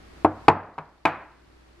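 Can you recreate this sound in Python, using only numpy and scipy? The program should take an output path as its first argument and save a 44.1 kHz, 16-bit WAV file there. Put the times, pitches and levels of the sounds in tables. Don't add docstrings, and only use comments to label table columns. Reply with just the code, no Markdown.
import sys
import numpy as np
from scipy import signal
from scipy.fft import rfft, irfft, next_fast_len
from scipy.io import wavfile

SR = 44100
rng = np.random.default_rng(int(sys.argv[2]) if len(sys.argv) > 2 else 0)


def generate_wav(sig):
    pcm = np.round(np.clip(np.atleast_2d(sig).T, -1, 1) * 32767).astype(np.int16)
    wavfile.write(sys.argv[1], SR, pcm)


N = 79380


def amp(db):
    return 10 ** (np.asarray(db) / 20)


def unit(x):
    return x / np.sqrt(np.mean(x ** 2) + 1e-20)


def along(points, hz):
    point_hz, values = np.transpose(points)
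    return np.interp(np.log(hz + 1), np.log(point_hz + 1), values)


def curve(points):
    return np.interp(np.arange(N) / SR, *np.transpose(points))


def filtered(x, response):
    size = 2 * next_fast_len(N // 2 + 4096)
    hz = np.fft.rfftfreq(size, 1 / SR)
    return irfft(rfft(x, size) * response(hz), size)[..., :N]


def causal(gain):
    cepstrum = irfft(np.log(np.maximum(gain, 1e-6)))
    half = len(cepstrum) // 2
    fold = np.r_[1, np.full(half - 1, 2), np.zeros(half)]
    return np.exp(rfft(cepstrum * fold))


def noise(spectrum):
    return unit(filtered(rng.standard_normal(N), lambda hz: amp(along(spectrum, hz))))


def diffuse(spectrum, alike):
    def mid_side_gain(hz):
        turn = np.arccos(np.clip(along(alike, hz), -1, 1)) / 2
        return amp(along(spectrum, hz)) * [np.cos(turn), np.sin(turn)]

    mid, side = filtered(rng.standard_normal((2, N)), mid_side_gain)
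    return unit(np.array([mid + side, mid - side]))


def delayed(x, s):
    return np.pad(x, (max(round(s * SR), 0), 0))[:N]


def strike(x, contacts):
    return sum(amp(db) * delayed(x, s) for s, db in contacts)


def burst(spectrum, db, t60, contacts):
    t = np.arange(N) / SR
    return sum(delayed(amp(db + level - 60 * t / t60) * noise(spectrum), s) for s, level in contacts)


def jars():
    # start in seconds, level in dB, contact cut-off in Hz, cabinet thump in dB,
    # counter ring in dB, jar clink in dB, glass tick in dB, room in dB, left-right difference in dB.
    knocks = [(0.2468, -1, 1014, 2, -5.5, -22, -38, -16, 1.5),
              (.482, 4.5, 1300, 1, -7, -13.5, -25, -17.5, 1.5),
              (.781, -24.5, 1460, 0, -7.5, -11, -34.5, -9, 2),
              (1.053, -10, 1947, -2.5, -1.5, -1.5, -28, -7, 1.5)]
    # delay after the first touch in seconds, level against it in dB.
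    landings = [(.003, -1.5), (.0023, 0), (.0045, 5), (.0031, -1)]
    # delay after the first touch in seconds, level against it in dB.
    rocks = [(.012, -12), (.0175, -8), (.012, -5), (.0255, -8)]
    out = np.zeros((2, N))
    for knock, land, rock in zip(knocks, landings, rocks):
        start_s, db, contact_hz, thump_db, ring_db, clink_db, tick_db, room_db, pan_db = knock
        touch = (0, 0)
        on_counter = contact(counter([touch, land, rock], ring_db), contact_hz, thump_db)
        close = on_counter + glass([touch, land], clink_db, tick_db)
        pair = direct(close, pan_db) + amp(room_db) * reverberation(close, contact_hz, thump_db)
        out += amp(db) * np.array([delayed(channel, start_s) for channel in pair])
    return out


def counter(contacts, ring_db):
    # frequency in Hz, level in dB, t60 in seconds.
    modes = [(95.7, -16.5, .4), (150, -10, 0.17), (312.2, -17.5, 0.19), (345.4, -10.5, 0.048),
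             (446, -12.5, 0.053), (530, -20.5, 0.063), (707, -11.5, .06), (871, -9.5, 0.044),
             (877, -15, .07), (1018, -10.5, 0.0604), (1176.7, -20, 0.089), (1300, -18, .06),
             (1630, -18, 0.058), (1889, -19, 0.037)]
    # frequency in Hz, level in dB.
    clack = [(40, -24.5), (150, -10.5), (350, -10.5), (600, 6.5), (900, 18), (1500, -1), (2500, 0),
             (3300, -14), (4500, -11), (9000, -16.5)]
    max_ring_cycles = 75
    t = np.arange(N) / SR
    scatter_db = rng.normal(0, 2, len(modes))
    ring = np.zeros(N)
    for (hz, db, t60), offset_db in zip(modes, scatter_db):
        decay_db = -60 * t / min(t60, max_ring_cycles / hz)
        ring += amp(db + offset_db + decay_db) * np.sin(2 * np.pi * hz * t)
    push = amp(14.5) * (t == 0)
    return strike(amp(ring_db) * ring + push, contacts) + burst(clack, db=-4.5, t60=.034, contacts=contacts)


def contact(x, contact_hz, thump_db):
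    thump_hz, contact_order, low_cut_hz = 420, 2.47, 188

    def gain(hz):
        thump = amp(thump_db / (1 + (hz / thump_hz) ** 4))
        softness = np.sqrt(1 + (hz / contact_hz) ** (2 * contact_order))
        radiation = hz ** 2 / np.sqrt(hz ** 4 + low_cut_hz ** 4)
        return thump / softness * radiation

    return filtered(x, lambda hz: causal(gain(hz)))


def glass(contacts, clink_db, tick_db):
    # frequency in Hz, level in dB.
    clink = [(1200, -32), (1800, -3.5), (2480, 7), (3100, -14.5), (3700, -13.5), (4500, -20.5),
             (6000, -56.5)]
    # frequency in Hz, level in dB.
    tick = [(1000, -28.5), (2500, -2.5), (4500, 4), (5600, -6.5), (7300, -8), (8500, -11.5), (11000, -9),
            (12300, -29.5), (15000, -44)]
    clinks = burst(clink, db=-7.5 + clink_db, t60=.03, contacts=contacts)
    return clinks + burst(tick, db=-7 + tick_db, t60=.03, contacts=contacts)


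def direct(x, pan_db):
    # frequency in Hz, factor.
    shade = [(250, 0), (600, .7), (1500, 1), (4000, 1.8), (8000, .7)]
    left_lead_s = .000036
    sides = np.array([[.5], [-.5]])

    def response(hz):
        level = np.array([causal(amp(side * pan_db * along(shade, hz))) for side in sides])
        return level * np.exp(2j * np.pi * hz * left_lead_s * sides)

    return filtered(x, response)


def reverberation(x, contact_hz, thump_db):
    # frequency in Hz, level in dB.
    room_colour = [(60, -9.5), (150, 5), (300, -2), (480, -0.5), (750, 4), (1100, 4), (1700, 1),
                   (2500, -4.5), (3500, -9.5), (7000, -12), (11000, -13.5)]
    broad_db, ring_db = 34, -5
    broad = contact(kitchen(), .93 * contact_hz, thump_db)
    broad = filtered(broad, lambda hz: causal(amp(broad_db + along(room_colour, hz))))
    ring = signal.fftconvolve(x[None], kitchen(), axes=1)[:, :N]
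    return broad + amp(ring_db) * ring


def kitchen():
    # frequency in Hz, t60 in seconds.
    room_t60 = [(90, .5), (300, .52), (900, 0.54), (2000, 0.56), (4000, 0.45), (10000, 0.087)]
    # frequency in Hz, left-right likeness.
    room_alike = [(150, .999), (500, .98), (1000, 0.97), (2000, .85), (4000, 0.7), (10000, 0.071)]
    # frequency in Hz, level in dB.
    white = [(20, 0), (20000, 0)]
    early_db, early_t60_s, build_s = 12, .12, .007
    hz, frame_s, bins = signal.stft(diffuse(white, room_alike), SR, nperseg=256)
    decay = amp(-60 * frame_s / along(room_t60, hz)[:, None])
    tail = signal.istft(bins * decay, SR, nperseg=256)[1][:, :N]
    t = np.arange(N) / SR
    early = diffuse(white, room_alike) * amp(early_db - 60 * t / early_t60_s)
    answer = (tail + early) * (1 - np.exp(-t / build_s))
    return answer / np.linalg.norm(answer[0])


def flecks():
    per_s, t60_s, db = 14, .025, -65
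    centre_hz, width_hz = 4350, 550
    t = np.arange(N) / SR
    times = np.cumsum(rng.uniform(.3, 1.7, size=40)) / per_s
    envelope = strike(amp(-60 * t / t60_s), [(s, db) for s in times])
    band = filtered(rng.standard_normal((2, N)), lambda hz: np.exp(-.5 * ((hz - centre_hz) / width_hz) ** 2))
    return envelope * unit(band)


def low_tone():
    peak_s, length_s, tone_hz = 1.8, .088, 348
    t = np.arange(N) / SR - peak_s
    swell = np.cos(np.pi * np.clip(t / length_s, -.5, .5))
    return amp(-50.5) * swell * np.sin(2 * np.pi * tone_hz * t)


def background():
    # frequency in Hz, level in dB per Hz (relative).
    hiss = [(25, -5.5), (60, -5), (110, -5), (200, -9.5), (340, -2.5), (500, -12), (1000, -13),
            (2000, -16.5), (3300, -23), (4500, -23.5), (6000, -29.5), (10000, -36), (12500, -39.5),
            (15000, -57)]
    # frequency in Hz, left-right likeness.
    hiss_alike = [(60, 1), (100, .93), (200, 0.36), (500, .05), (10000, .02)]
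    # time in seconds, level in dB.
    background_swell = [(0, -0.5), (.23, 1.5), (.27, -6), (.46, 1), (.56, -12.5), (1.0, -10), (1.35, -8),
                        (1.55, -6), (1.78, -5.5)]
    hiss_db, hum_db, hum_hz = -51, -53.5, 59.5
    hum = amp(hum_db) * unit(np.sin(2 * np.pi * hum_hz * np.arange(N) / SR))
    return amp(curve(background_swell)) * (amp(hiss_db) * diffuse(hiss, hiss_alike) + hum)


def scene():
    return jars() + flecks() + low_tone() + background()


def record(dry):
    ceiling, hardness, top_hz = .98, 6, 15300
    clipped = dry / (1 + np.abs(dry / ceiling) ** hardness) ** (1 / hardness)
    return filtered(clipped, lambda hz: hz < top_hz)


dry = scene()
out = record(dry)
generate_wav(out)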